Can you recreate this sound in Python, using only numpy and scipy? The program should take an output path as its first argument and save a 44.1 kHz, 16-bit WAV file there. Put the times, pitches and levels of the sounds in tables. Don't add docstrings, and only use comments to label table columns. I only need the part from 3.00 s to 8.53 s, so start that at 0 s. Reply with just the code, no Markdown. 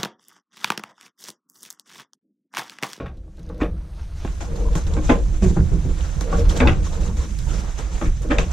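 import sys
import numpy as np
from scipy import signal
from scipy.fft import rfft, irfft, next_fast_len
from scipy.io import wavfile
from scipy.ndimage import uniform_filter1d, map_coordinates

SR = 44100
rng = np.random.default_rng(int(sys.argv[2]) if len(sys.argv) > 2 else 0)


def unload_audio(sound):
    columns = np.transpose(np.atleast_2d(sound))
    steps = np.round(np.clip(columns, -1, 1) * 32767)
    wavfile.write(sys.argv[1], SR, steps.astype(np.int16))


N = 243843

# f/Hz, t60/s
CABIN_DECAY = [(200, 0.06), (1000, 0.18), (3000, 0.19), (10000, 0.32)]
# t/s, deep level/dB, upper level/dB, left-right/dB
WALL_BOOM = [(0.0, -48, -41, 0), (0.06, -32.5, -36.5, -7), (0.34, -42, -52, -6), (0.66, -28, -26, -11),
             (0.88, -36.5, -37, -4), (1.77, -17.5, -25.5, 0.5), (1.8, -28, -35, -3), (1.88, -28, -13, -2),
             (2.08, -16, -26, 1), (2.39, -20.5, -23.5, -6), (2.43, -13.5, -24.5, -2),
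             (2.54, -24, -24, -4.5), (2.59, -19, -14, -1.5), (2.68, -20.5, -20, -5), (3.28, -26, -31.5, -6),
             (3.33, -19.5, -29.5, -0.5), (3.49, -13, -17.5, -2), (3.54, -23, -26.5, -2),
             (3.68, -19.5, -13.5, 0), (3.91, -21, -26.5, -5), (4.3, -26.5, -28, -1),
             (4.34, -24, -33.5, -8.5), (5.05, -25, -31, -3), (5.08, -16, -25, -2.5), (5.22, -24, -32, -3),
             (5.36, -20, -30, 1), (5.41, -20, -18.5, 1), (5.53, -34, -30, -7)]
# f/Hz, relative level/dB per Hz
DEEP_SPECTRUM = [(8.8, -60), (15, -6), (52, 1.5), (68, -12), (110, -120)]
UPPER_SPECTRUM = [(31, -13), (52, 0), (75, 4.5), (113, -15), (150, -12), (200, -29.5), (330, -120)]
# t/s, level/dB, left-right/dB
WALL_FLUTTER = [(0.0, -44, 4), (0.21, -50, -3), (0.46, -50, 0.0), (0.6, -42, 4), (1.0, -52, 8),
                (1.68, -43, -1), (2.19, -49, -4), (2.32, -35, -22), (2.37, -43, -0.5), (2.69, -28, -17),
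                (2.72, -41, 3), (2.8, -39, -11.0), (2.86, -28, 4), (2.99, -48, -21), (3.02, -51, 6),
                (3.17, -26.5, -22.5), (3.22, -36, 6), (3.34, -30.5, 0), (3.7, -38, 0), (3.77, -27.5, -18),
                (4.34, -36, 11), (4.56, -34, -28), (4.76, -50, -17), (5.53, -27, -5)]
GUST_DB, GUSTS_PER_S = 1, 12
SHOVE_S, SHOVE_FALL_DB_PER_S, SHOVE_BOOM_DB, SHOVE_FLUTTER_DB = 0.024, 201, -2, -8

# t/s, pulse height/dB, half width at 1/e/s
PUSH_EVENTS = [(1.2494, -18, 0.00065), (1.252, -13, .0011)]
# t/s, clap level/dB before the modes, ring time/s, clatter level/dB, clatter t60/s
CLAP_EVENTS = [(.002, -50, .002, -48, 0.13), (0.061, -43, 0.0022, -47, 0.14),
               (0.614, -37, 0.0024, -35.5, 0.14), (1.25, -51, .0015, -47, 0.16),
               (2.097, -20.5, 0.0022, -31, .16), (2.118, -36, .002, -37, 0.19),
               (3.602, -20.5, 0.0026, -36, .12), (3.6729, -9, 0.0014, -27.5, 0.19),
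               (5.017, -45, .002, -46.5, 0.13), (5.296, -48, .002, -46, .1), (5.3073, -27, 0.0018, -39, .1),
               (5.319, -28, .002, -37, 0.22), (5.3846, -9, 0.001, -29, 0.15), (5.418, -36, .002, -40, 0.19)]
# f/Hz, width/Hz, level/dB, left-right/dB
LID_MODES = [(2040, 810, -8, -5), (2595, 730, 1.5, -1), (3650, 860, -7, 0), (4680, 920, -15.5, 3),
             (6400, 1200, -27, -2)]
# t/s, level/dB before a common trim, f/Hz, t60/s, share of ring (0-1)
TICK_EVENTS = [(0.17, -53, 3940, 0.07, 0.5), (0.3711, -47, 4050, 0.019, 0.6), (0.393, -45, 3680, 0.04, 0.4),
               (0.4299, -45, 6200, 0.02, 0.5), (0.4644, -46, 6200, 0.01, 0.8),
               (0.4903, -43, 3840, 0.04, 0.4), (0.5457, -45, 3520, 0.02, 0.3),
               (0.5796, -46, 6000, 0.02, 0.2), (.595, -50, 3500, .015, .2),
               (1.2495, -38, 1500, 0.0066, 0.4), (1.5609, -33, 3900, 0.042, 0.5),
               (1.7285, -39, 3800, .02, .6), (1.7534, -24, 2260, 0.015, 0.5), (1.7538, -33, 6500, .025, .6),
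               (1.821, -44, 3900, .03, .9), (1.836, -39, 3900, .03, .9), (1.8678, -30, 3770, 0.026, 0.7),
               (1.938, -27, 3800, 0.012, 0.9), (3.008, -28.5, 3100, 0.017, 1),
               (3.21, -21.5, 5840, 0.0092, 0.44), (3.395, -31, 5600, .02, .7),
               (3.497, -24.5, 3880, 0.03, 1), (3.499, -29, 5540, .03, .8), (3.516, -28, 3830, .012, 1),
               (3.5674, -27, 3720, 0.024, 0.8), (3.573, -25, 3200, .02, .8), (3.575, -23, 7500, .02, .6),
               (4.1704, -40, 6260, 0.012, 0.5), (4.388, -28, 4500, 0.012, 0.3),
               (4.787, -32, 3080, 0.025, 1), (5.22, -36, 6940, 0.0097, 0.7)]
# t/s, length/s, level/dB, centre f/Hz, width/Hz of one filter pass
BAND_EVENTS = [(.39, .04, -44, 165, 50), (.497, .03, -42, 490, 100), (.497, .015, -52, 1100, 500),
               (.55, .03, -42, 165, 50), (0.616, .03, -28, 309, 50), (1.418, 0.021, -41.5, 724, 160),
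               (1.51, .03, -33.5, 165, 40), (1.56, 0.022, -46, 800, 200), (1.609, 0.017, -46, 830, 170),
               (1.654, 0.023, -43.5, 1010, 200), (1.68, 0.039, -34.5, 166, 40.4),
               (1.886, .03, -41, 520, 200), (1.935, 0.047, -47, 875, 250), (2.095, .025, -25, 300, 50),
               (2.1, .09, -28.5, 510, 150), (2.428, .035, -21, 188.5, 40), (2.425, .015, -47, 2480, 250),
               (2.435, 0.036, -29, 358, 50), (2.439, 0.02, -35, 613, 120), (2.57, .015, -38, 1400, 500),
               (2.59, .03, -22, 100, 30), (2.72, .03, -22, 100, 30), (3.002, 0.094, -52, 1510, 350),
               (3.24, .06, -40, 500, 150), (3.336, 0.017, -40, 1430, 300), (3.607, .007, -28, 1540, 300),
               (3.615, .02, -26, 326, 120), (3.644, 0.023, -30, 242, 50), (3.858, 0.011, -45.5, 1120, 250),
               (3.858, .015, -54, 3700, 500), (3.9, .2, -48, 750, 500), (3.933, .012, -52, 3800, 500),
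               (4.0, .09, -57, 3850, 400), (4.063, 0.049, -48, 1140, 250), (4.075, 0.075, -37.5, 200, 60),
               (4.17, .06, -57, 3850, 500), (4.225, .1, -39, 200, 60), (4.201, 0.041, -43.5, 1060, 230),
               (4.461, 0.027, -47, 856, 200), (4.49, 0.04, -44.5, 1370, 300), (4.54, .1, -42.5, 200, 60),
               (4.55, .02, -45, 495, 150), (4.61, .02, -57, 1090, 250), (5.225, 0.045, -41.5, 465, 100),
               (5.303, .022, -26, 255, 40), (5.312, 0.083, -33, 540, 200)]
BAND_RISE_DB_PER_S, BAND_FALL_DB_PER_S = 1400, 500

# t/s, rustle level/dB, fine hiss level/dB
SHEET_SLIDE = [(0.0, -84, -85), (0.38, -65, -74), (0.54, -89, -75), (0.85, -70, -67), (1.02, -63, -63.5),
               (1.13, -66, -65), (1.26, -52, -62), (1.35, -53, -60.5), (2.06, -48, -61), (2.88, -47.5, -59),
               (3.06, -43.5, -57.5), (3.4, -52, -61), (3.53, -58, -54), (3.63, -54, -70),
               (3.89, -44.5, -56), (4.02, -49.5, -61), (4.47, -45, -56), (4.59, -45, -58.5),
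               (5.25, -50, -64), (5.53, -46.5, -59)]
# t/s, length/s, rustle level/dB, fine hiss level/dB, scuffing level/dB, rise/dB per s
GRAB_EVENTS = [(0.0, 0.011, -65, -85, -77, 1200), (0.606, 0.0085, -50, -85, -62, 2000),
               (1.16, .04, -56, -66, -65, 600), (1.224, 0.08, -54, -65, -58, 300),
               (1.41, 0.013, -40.5, -57, -45, 2500), (1.558, 0.07, -49, -65, -66, 2500),
               (1.732, .012, -46, -62, -51, 3000), (1.7535, 0.027, -35, -49, -44, 6000),
               (1.87, 0.008, -43, -58, -48, 4000), (1.936, 0.0054, -42, -64, -58, 2498),
               (2.046, 0.075, -39, -55.5, -51, 500), (2.427, 0.023, -37, -53, -46, 1500),
               (2.477, 0.027, -41.5, -55, -51, 300), (2.547, .015, -49, -62, -60, 300),
               (2.982, 0.066, -53, -70, -46, 800), (3.208, 0.0089, -36.5, -52, -54, 6000),
               (3.317, 0.02, -41, -59, -66, 2000), (3.38, 0.021, -40, -55, -64, 250),
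               (3.494, 0.01, -34, -50, -46, 1500), (3.51, 0.012, -42, -52, -43, 800),
               (3.565, 0.0084, -33, -48, -32.5, 1000), (3.6, 0.009, -36.5, -63, -50, 1000),
               (3.662, 0.026, -41, -75, -50, 1200), (3.847, 0.019, -39.5, -57, -56, 600),
               (3.928, 0.026, -41.5, -60, -46, 1200), (4.008, 0.069, -41, -56, -55, 1200),
               (4.17, 0.065, -40.5, -57, -46, 2000), (4.392, 0.021, -46.5, -67, -60, 3000),
               (4.488, 0.12, -40.5, -58, -50, 1200), (4.782, 0.021, -38.5, -55, -50, 1201.5),
               (4.933, 0.14, -43.5, -57, -48.5, 600), (5.219, 0.011, -47, -54, -50, 2500),
               (5.306, 0.022, -43, -74, -53, 1200), (5.384, 0.012, -32.5, -62, -36, 6000),
               (5.517, .03, -38, -56, -47, 800)]
GRAB_FALL_DB_PER_S = 290
SLIDE_PAN_DB, GRAB_PAN_DB = -0.5, 0.3
# t/s, level/dB
SLACK_BRUSH = [(0.0, -75), (0.3, -82), (0.4, -66), (0.6, -67), (0.8, -70), (1.03, -56), (1.13, -61),
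               (1.2, -51), (1.3, -54), (1.4, -59), (2, -63), (5.53, -62)]
# f/Hz, relative level/dB per Hz
RUSTLE_SPECTRUM = [(1760, -2.5), (3000, -5.5), (3890, -5), (4240, -9), (4940, -7.5), (6270, 0.5),
                   (7650, -3), (8300, -13), (10800, -32), (18300, -120)]
HISS_SPECTRUM = [(4880, -47), (8300, -3), (9830, -4.5), (11300, -12), (12400, -11.5), (14800, -15.5)]
BRUSH_SPECTRUM = [(900, -30), (1600, -2), (4000, -3), (6600, -4), (7400, -22), (10000, -120)]

# t/s, length/s, drumming level/dB, tube hum level/dB
SPIN_EVENTS = [(0.0, 0.024, -53, -63), (0.162, 0.024, -53.5, -61), (0.396, 0.051, -61, -67),
               (0.53, 0.015, -58, -46), (0.564, 0.034, -42, -40), (1.277, .15, -49.5, -69),
               (1.497, 0.07, -44.5, -39), (1.559, 0.062, -40.5, -34), (1.645, 0.025, -36.5, -31.5),
               (1.708, 0.063, -37.5, -39), (1.905, .02, -33.5, -40), (1.945, 0.057, -33, -33.5),
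               (2.271, 0.16, -42.5, -54), (2.644, 0.28, -41, -58), (2.997, 0.093, -41, -53),
               (3.246, 0.041, -45, -33.5), (3.357, 0.029, -26.5, -22), (3.532, 0.15, -27.5, -29.5),
               (3.795, 0.059, -37, -44.5), (3.953, 0.034, -40, -39), (4, 0.039, -36.5, -35),
               (4.07, 0.027, -38, -40), (4.207, 0.045, -38.5, -44), (4.526, 0.069, -35, -41),
               (4.928, 0.017, -41, -54), (5.261, 0.17, -39.5, -35), (5.396, 0.014, -31, -29)]
SPIN_RISE_DB_PER_S, SPIN_FALL_DB_PER_S = 170, 142
TUBE_RISE_DB_PER_S, TUBE_FALL_DB_PER_S = 319, 312
IDLE_DRUM_DB = -53.5
WOBBLE_DELAY_S, WOBBLE_S, WOBBLE_DRUM_DB, WOBBLE_HUM_DB = 0.026, 0.0078, -13, -15
# f/Hz, width/Hz, level/dB, left-right/dB
TUBE_MODES = [(473.2, 20, 3, 3.5), (613, 40, -11.5, 1)]
HUM_STEADY = 0.48
# t/s, scuffing level/dB
DRAG = [(0.0, -51), (0.21, -71), (0.42, -60), (0.58, -59), (.8, -57), (1.02, -51), (1.12, -53.5),
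        (1.19, -50.5), (1.43, -50), (2.03, -49), (2.22, -53.5), (2.77, -50.5), (3.43, -43), (3.54, -57),
        (3.65, -46), (4.07, -55), (4.24, -62), (4.45, -53.5), (4.65, -43), (5.24, -53), (5.53, -45)]
# f/Hz, relative level/dB per Hz
SCUFF_SPECTRUM = [(290, -8), (500, -6), (567, -7), (1390, -9), (1890, -16), (3120, -21.5), (5000, -23.5),
                  (6500, -41), (11000, -120)]
# f/Hz, width/Hz, level/dB, left-right/dB
SPINDLE_MODES = [(3880, 190, -8, 4), (5930, 250, 2, 6)]
SPIN_SCUFF_DB, WHISPER_DB = -19.5, -16.5

# t/s, level/dB in wall, body, shell and lid of the housing (before each group's trim),
# base rattle t60/s, share of one hard blow (0-1)
KNOCK_EVENTS = [(.001, -37, -28, -35.5, -40, 0.26, 0.36), (.06, -54, -50, -35, -40.5, 0.21, 0.42),
                (.279, -48, -51, -56, -79, 0.068, 0.81), (0.379, -42, -47, -56, -59, 0.17, 0.34),
                (0.5, -54, -37.5, -41, -63, 0.41, 0.57), (0.602, -47, -40, -27, -40, 0.088, 0.17),
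                (.612, -35, -16, -25.5, -25, 0.21, 0.2), (1.2485, -32.5, -31, -30.5, -39, 0.09, 0.68),
                (1.276, -51, -56, -40, -40.5, 0.17, 0.65), (1.406, -40, -39.5, -37.5, -41, 0.31, 0.38),
                (1.556, -38, -49, -43, -70.5, 0.17, 0.68), (1.7531, -25, -26, -29, -44, 0.2, 0.72),
                (1.772, -39, -33.5, -34, -45, .15, .4), (1.968, -29, -23.5, -32, -41.5, 0.27, 0.45),
                (2.092, -29, -8.5, -24, -25, 0.11, 0.24), (2.096, -36, -13.5, -17, -19, 0.22, 0.37),
                (2.424, -17, -24.5, -35, -54, 0.33, 0.6), (2.462, -18, -28, -38, -61, 0.16, .6),
                (2.505, -21, -37, -51, -60, .2, 0.44), (2.566, -18.5, -22.5, -27.5, -52, 0.12, 0.47),
                (2.592, -20.5, -29, -45, -64, 0.22, .5), (2.718, -21.5, -31, -47, -51, 0.16, 0.3),
                (2.741, -27, -32.5, -52, -60, 0.11, 0.48), (2.851, -24, -27.5, -60, -55, 0.21, 0.4),
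                (2.875, -27, -35.5, -58, -62, 0.15, .4), (3.21, -33, -31.5, -31, -36, 0.093, 0.73),
                (3.328, -36, -28, -19.5, -59, 0.17, 0.5), (3.492, -28.5, -47, -32.5, -55, 0.29, 0.32),
                (3.603, -27.5, -12.5, -20.5, -19.5, .15, 0.3), (3.623, -25, -20, -28, -31, 0.18, 0.36),
                (3.65, -27, -17.5, -21, -40, 0.18, 0.23), (3.6735, -21.5, -21.5, -21, -20, 0.23, 0.3),
                (4.079, -34.5, -56, -51, -65, 0.44, 0.34), (4.789, -36.5, -37, -35, -42, 0.08, 0.41),
                (5.014, -32.5, -27, -26.5, -35, 0.13, 0.52), (5.026, -27, -28, -32, -35, 0.21, .5),
                (5.057, -29, -30, -45, -36.5, 0.21, 0.39), (5.246, -39, -32.5, -45, -57, 0.12, 0.37),
                (5.303, -64, -17, -28, -27, 0.14, 0.17), (5.308, -50, -30, -28, -23, .08, .4),
                (5.317, -43, -20, -24.5, -24.5, 0.34, 0.45), (5.385, -28.5, -24, -26, -26, 0.19, 0.45)]
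# f/Hz, width/Hz, level/dB, left-right/dB
HOUSING_MODES = [(159.8, 27, 6, -3), (185.3, 22.1, 9.5, -2.5), (251.5, 17.3, -2, 5.5),
                 (309.3, 15.2, 4.5, 4.5), (375, 33, -4, 10), (462, 46, -9.5, 9), (520, 33, -6.5, -3.5),
                 (586, 68, -12.5, 5.5), (719.9, 34, -13.5, 6), (800, 56, 0, 1.5), (933, 418, -3, 0.5),
                 (1090, 51, 1, -6), (1247, 93, 0.5, 1.5), (1609, 108, 2, -3), (1853, 174, 4.5, 10.5),
                 (2260, 700, 4, -0.5), (2260, 210, 7, -8), (2410, 630, 0, 0), (3290, 130, 11, -7),
                 (3520, 470, 6, 7), (4200, 240, -1, 2), (5000, 490, -20.5, -6)]
GROUP_EDGES_HZ = [130, 230, 335, 420, 720, 1150, 1700, 2900, 6000]
GROUP_PIECES = [(0, 0), (1, 1), (0, 0), (1, 2), (2, 2), (2, 3), (3, 3), (3, 3)]
GROUP_DB = [3.5, 4, 0, 7, 3, 6.5, 4.5, -3]
GROUP_BROAD_DB = [-32, -18, -17, -13, -8, -4.5, -2, -17]
GROUP_APART = [0.024, 0.044, .04, 0.2, 0.81, 0.64, 0.94, 0.19]
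GROUP_LIFE = [1.36, 0.34, 0.89, 0.99, 0.87, 0.72, 0.55, 0.5]
SOFT_RISE_S = 0.0036
HARD_EDGE_DB = 19
DETUNE = 0.027

# f/Hz, correlation (0-1)
PORT_LIKENESS = [(30, 1), (90, 0.86), (135, 1), (190, 0.92), (330, 0.99), (700, 0.56), (1400, 0.051),
                 (2800, 0.44), (4200, 0.87), (6500, 0.03), (10000, 0.051)]
# f/Hz, left-right/dB before scaling
PORT_LEAN = [(60, 0.5), (150, 3), (380, -12), (950, 3), (2380, -1), (5980, -0.5), (15000, -3)]
# t/s, share of left-right difference (0-1)
STEREO_WIDTH = [(0, 0), (1.14, 0), (1.2, .25), (1.32, 1.0), (5.53, 1.0)]
TOP_HZ = 16200


def amp(db):
    return 10 ** (np.asarray(db) / 20)


def unit(x):
    return x / np.sqrt(np.mean(x ** 2) + 1e-20)


def along(points, hz):
    f, v = np.transpose(points)
    return np.interp(np.log(hz + 1), np.log(f + 1), v)


def curves(rows):
    s, *cols = np.transpose(rows)
    return [np.interp(np.arange(N) / SR, s, c) for c in cols]


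def wobble(rate):
    knots = rng.standard_normal(int(N * rate / SR) + 4)
    return map_coordinates(knots, [np.arange(N) * rate / SR])


def filtered(x, response):
    m = next_fast_len(N + SR // 2)
    return irfft(rfft(x, m) * response(np.fft.rfftfreq(m, 1 / SR)), m)[..., :N]


def panned(db):
    return amp(np.array([db, -db]) / 2)


def ringing(modes):
    def response(f):
        total = 0
        for k, (centre, width, db, pan) in enumerate(modes):
            resonance = 1j * f * width / (centre * centre - f * f + 1j * f * width)
            total = total + (-1) ** k * amp(db) * panned(pan)[:, None] * resonance
        return total
    return response


def colour(points):
    return lambda hz: amp(along(points, hz))


def noise(response, grain_db):
    def mix(hz):
        turn = np.arccos(np.clip(along(PORT_LIKENESS, hz), 0, 1)) / 2
        return np.array([np.cos(turn), np.sin(turn)])
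    mid, side = filtered(rng.standard_normal((2, N)) * amp(grain_db), mix)
    return unit(filtered(np.array([mid + side, mid - side]), response))


def patchy(x, depth_db):
    z = signal.stft(x, nperseg=256)[2]
    field = uniform_filter1d(rng.standard_normal(z.shape[1:]), size=5, axis=0)
    field = uniform_filter1d(field, size=6, axis=1)
    return unit(signal.istft(z * amp(depth_db * unit(field)), nperseg=256)[1][:, :N])


def crackle(rate, top_db, t60):
    snaps = (rng.random(N) < rate / SR) * rng.exponential(size=N)
    dying = signal.lfilter([1], [1, -amp(-60 / (t60 * SR))], snaps)
    return 20 * np.log10(1 + amp(top_db) * dying)


def uneven(count, step, depth_db):
    return amp(depth_db * np.repeat(rng.standard_normal(count // step + 1), step)[:count])


def bursts(start_s, length_s, db, rise, fall):
    t = np.arange(0, N + 32, 32) / SR
    start = start_s[:, None]
    early = np.maximum(start - t, 0)
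    late = np.maximum(t - (start_s + length_s)[:, None], 0)
    power = amp(2 * (db[:, None] - rise * early - fall * late)).sum(axis=0)
    return np.interp(np.arange(N) / SR, t, np.sqrt(power))


def add_at(out, s, sound):
    out[:, round(s * SR):][:, :sound.shape[1]] += sound


def cabin(x):
    out, step = np.zeros((2, N + SR)), SR // 8
    for start in range(0, N, step):
        hz, t, z = signal.stft(rng.standard_normal((2, SR // 3)), SR, nperseg=256)
        decay = amp(-60 * t / along(CABIN_DECAY, hz)[:, None])
        tail = signal.istft(z * decay, SR, nperseg=256)[1]
        answer = signal.fftconvolve(x[:, start:start + step], tail / np.linalg.norm(tail[0]), axes=1)
        out[:, start:start + answer.shape[1]] += answer
    return out[:, :N]


def walls():
    deep_db, upper_db, pan = curves(WALL_BOOM)
    knock_s, wall_db = np.transpose(KNOCK_EVENTS)[:2]
    shove = bursts(knock_s, SHOVE_S, wall_db, 1500, SHOVE_FALL_DB_PER_S)
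    deep = noise(colour(DEEP_SPECTRUM), grain_db=GUST_DB * wobble(GUSTS_PER_S))
    upper = noise(colour(UPPER_SPECTRUM), grain_db=GUST_DB * wobble(GUSTS_PER_S))
    boom = amp(deep_db) * deep + np.hypot(amp(upper_db), amp(SHOVE_BOOM_DB) * shove) * upper
    flutter_db, flutter_pan = curves(WALL_FLUTTER)
    gain = np.hypot(panned(flutter_pan) * amp(flutter_db), amp(SHOVE_FLUTTER_DB) * shove)
    flutter = noise(ringing([(131.0, 41, 0, 0)]), grain_db=5.0 * wobble(14))
    return panned(pan) * boom + gain * filtered(flutter, lambda hz: 1 / (1 + (hz / 190) ** 6))


def pushes():
    t, out = np.arange(N) / SR, np.zeros(N)
    for s, db, w in PUSH_EVENTS:
        bump = np.exp(-((t - s) / w) ** 2)
        swing_back = np.exp(-((t - s - 5 * w) / (2.9 * w)) ** 2) / 3.0
        out += amp(db) * (bump - swing_back)
    return out


def claps():
    out, t = np.zeros((2, N + SR)), np.arange(SR // 4) / SR
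    lid = ringing(LID_MODES)(np.fft.rfftfreq(len(t), 1 / SR))
    for s, db, ring_s, clatter_db, t60 in CLAP_EVENTS:
        u = t / ring_s
        tones = 0
        for hz, _, level, pan in LID_MODES:
            tone = np.sin(2 * np.pi * (hz * t + rng.random()))
            tones = tones + np.outer(amp(level) * panned(pan), tone)
        shake = rng.standard_normal((2, len(t))) * uneven(len(t), 180, 3.5)
        force = shake[0] + 0.21 * np.outer([1, -1], shake[1])
        clatter = unit(irfft(rfft(force) * lid, len(t)))
        clatter_gain = amp(clatter_db - 60 * t / t60) * (1 - np.exp(-t / 0.001))
        add_at(out, s, amp(db) * tones * u * np.exp(1 - u) / 2 + clatter_gain * clatter)
    return out[:, :N]


def ticks():
    out, t = np.zeros((2, N + SR)), np.arange(SR // 10) / SR
    hz = np.fft.rfftfreq(len(t), 1 / SR)
    broad = 1 / (1 + 1800 / (1j * hz + 1)) ** 2 / (1 + 1j * hz / 7000) ** 2
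    apart = np.sqrt((1 - np.clip(along(PORT_LIKENESS, hz), 0, 1)) / 2)
    for s, db, pitch_hz, t60, share in TICK_EVENTS:
        crack = rfft(rng.standard_normal((2, len(t))) * amp(-60 * t / t60))
        crack = crack[0] + 0.79 * np.array([apart, -apart]) * crack[1]
        ring = ringing([(pitch_hz, 600, 0, 0)])(hz)[0]
        snap = irfft(crack * broad * (1 - share + 4 * share * ring), len(t))
        add_at(out, s, amp(db - 2.0) * snap / np.abs(snap.mean(axis=0)).max())
    return out[:, :N]


def thumps_and_scuffs():
    out, t = np.zeros((2, N + SR)), np.arange(SR // 4) / SR - .03
    hz = np.fft.rfftfreq(len(t), 1 / SR)
    for s, length, db, centre_hz, width_hz in BAND_EVENTS:
        grit = rng.standard_normal((2, len(t)))
        apart = 0.38 * min(centre_hz / 900, 1)
        grit = (grit[0] + apart * np.outer([1, -1], grit[1])) * uneven(len(t), 200, 3.7)
        band = ringing([(centre_hz, width_hz, 0, 0)])(hz) ** 2
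        tone = unit(irfft(rfft(grit) * band, len(t)))
        rise_db = BAND_RISE_DB_PER_S * np.maximum(-t, 0)
        fall_db = BAND_FALL_DB_PER_S * np.maximum(t - length, 0)
        add_at(out, s + t[0], amp(db - rise_db - fall_db) * tone)
    return out[:, :N]


def grabs():
    s, length, *levels_db, rise = np.transpose(GRAB_EVENTS)
    return [bursts(s, length, db, rise[:, None], GRAB_FALL_DB_PER_S) for db in levels_db]


def sheet():
    fibres = crackle(150, top_db=-15.0, t60=0.015)
    rustle = patchy(noise(colour(RUSTLE_SPECTRUM), grain_db=0.44 * wobble(40) + fibres), depth_db=2.0)
    hiss = noise(colour(HISS_SPECTRUM), grain_db=0.23 * fibres)
    gains = []
    for slide_db, grab in zip(curves(SHEET_SLIDE), grabs()):
        slide = np.outer(panned(SLIDE_PAN_DB), amp(slide_db))
        gains.append(np.hypot(slide, np.outer(panned(GRAB_PAN_DB), grab)))
    brushing = patchy(noise(colour(BRUSH_SPECTRUM), grain_db=fibres), depth_db=2.5)
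    return gains[0] * rustle + gains[1] * hiss + amp(curves(SLACK_BRUSH)[0]) * brushing


def roll():
    s, length, drum_db, hum_db = np.transpose(SPIN_EVENTS)
    knock_s, body_db = np.transpose(KNOCK_EVENTS)[[0, 2]]

    def after_knock(db, fall):
        return bursts(knock_s + WOBBLE_DELAY_S, WOBBLE_S, body_db + db, 1000, fall)

    spin = bursts(s, length, drum_db, SPIN_RISE_DB_PER_S, SPIN_FALL_DB_PER_S)
    drumming = amp(IDLE_DRUM_DB) + np.hypot(spin, after_knock(WOBBLE_DRUM_DB, SPIN_FALL_DB_PER_S))
    spin_hum = bursts(s, length, hum_db, TUBE_RISE_DB_PER_S, TUBE_FALL_DB_PER_S)
    humming = np.hypot(spin_hum, after_knock(WOBBLE_HUM_DB, TUBE_FALL_DB_PER_S))
    scuffing = amp(curves(DRAG)[0]) + grabs()[2] + amp(SPIN_SCUFF_DB) * spin

    bumps = wobble(30)
    drum = drumming * noise(ringing(HOUSING_MODES[:9]), grain_db=1.3 * bumps)
    tube_hz, _, _, tube_pan = TUBE_MODES[0]
    tone = np.sin(2 * np.pi * np.cumsum(tube_hz + 10.0 * wobble(25)) / SR) * amp(3.3 * bumps)
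    held = HUM_STEADY * np.outer(panned(tube_pan), unit(tone))
    breath = np.sqrt(1 - HUM_STEADY ** 2) * noise(ringing(TUBE_MODES), grain_db=2.6 * bumps)
    scuff_grain_db = 1.4 * bumps + crackle(170, top_db=-15.5, t60=0.15)
    scuff = scuffing * patchy(noise(colour(SCUFF_SPECTRUM), grain_db=scuff_grain_db), depth_db=1.5)
    whisper = scuffing * amp(WHISPER_DB) * noise(ringing(SPINDLE_MODES), grain_db=4.4 * wobble(35))
    return drum + humming * (held + breath) + scuff + whisper


def knocks():
    out, t = np.zeros((2, N + SR)), np.arange(SR // 2) / SR
    hz = np.fft.rfftfreq(len(t), 1 / SR)
    for s, *piece_db, t60, hard in KNOCK_EVENTS:
        modes = HOUSING_MODES + np.outer(rng.normal(0, 1.9, len(HOUSING_MODES)), [0, 0, 1, 0])
        modes[:, 0] *= 1 + DETUNE * rng.standard_normal(len(modes)) * (modes[:, 0] > GROUP_EDGES_HZ[4])
        group_db = np.array(piece_db)[np.array(GROUP_PIECES)].mean(axis=1) + GROUP_DB
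        group_db[7] += HARD_EDGE_DB * (hard - .5)
        shake = rng.standard_normal((2, len(t))) * (1 - np.exp(-t / (SOFT_RISE_S * (1 - hard))))
        shake = shake * uneven(len(t), 150, 2.77)
        groups = zip(GROUP_EDGES_HZ, GROUP_EDGES_HZ[1:], GROUP_BROAD_DB, group_db, GROUP_APART, GROUP_LIFE)
        for low, high, broad_db, db, apart, life in groups:
            members = [m for m, rest in zip(modes, HOUSING_MODES) if low < rest[0] < high]
            clatter = ringing([(np.sqrt(low * high), high - low, broad_db, 0)])(hz)
            soft = 1 / (1 + 1j * hz / (1.44 * high)) ** 2
            part = soft * (ringing(members)(hz) + clatter)
            rattle = shake * amp(-60 * t / (life * t60))
            force = rattle[0] + apart * np.outer([1, -1], rattle[1])
            force = (1 - hard) * force / np.linalg.norm(rattle[0]) + hard * (t == 0)
            ring = irfft(rfft(force) * part, len(t))
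            add_at(out, s, amp(db) * ring / np.abs(ring).max())
    return out[:, :N]


def scene():
    hits = knocks() + ticks() + claps() + pushes()
    kept_inside = filtered(hits, lambda hz: 1 / (1 + 500 / (1j * hz + 1)))
    return amp(-8.0) * cabin(kept_inside) + walls() + thumps_and_scuffs() + sheet() + roll() + hits


def record(dry):
    def port_response(hz):
        return panned(0.55 * along(PORT_LEAN, hz)) / (1 + (hz / 14500) ** 24)

    left, right = filtered(dry, port_response)
    mid, side = (left + right) / 2, curves(STEREO_WIDTH)[0] * (left - right) / 2
    ports = np.array([mid + side, mid - side])
    soft = ports / (1 + np.abs(ports / .97) ** 6) ** (1 / 6)
    return filtered(soft, lambda hz: hz < TOP_HZ)


dry = scene()
out = record(dry)
unload_audio(out)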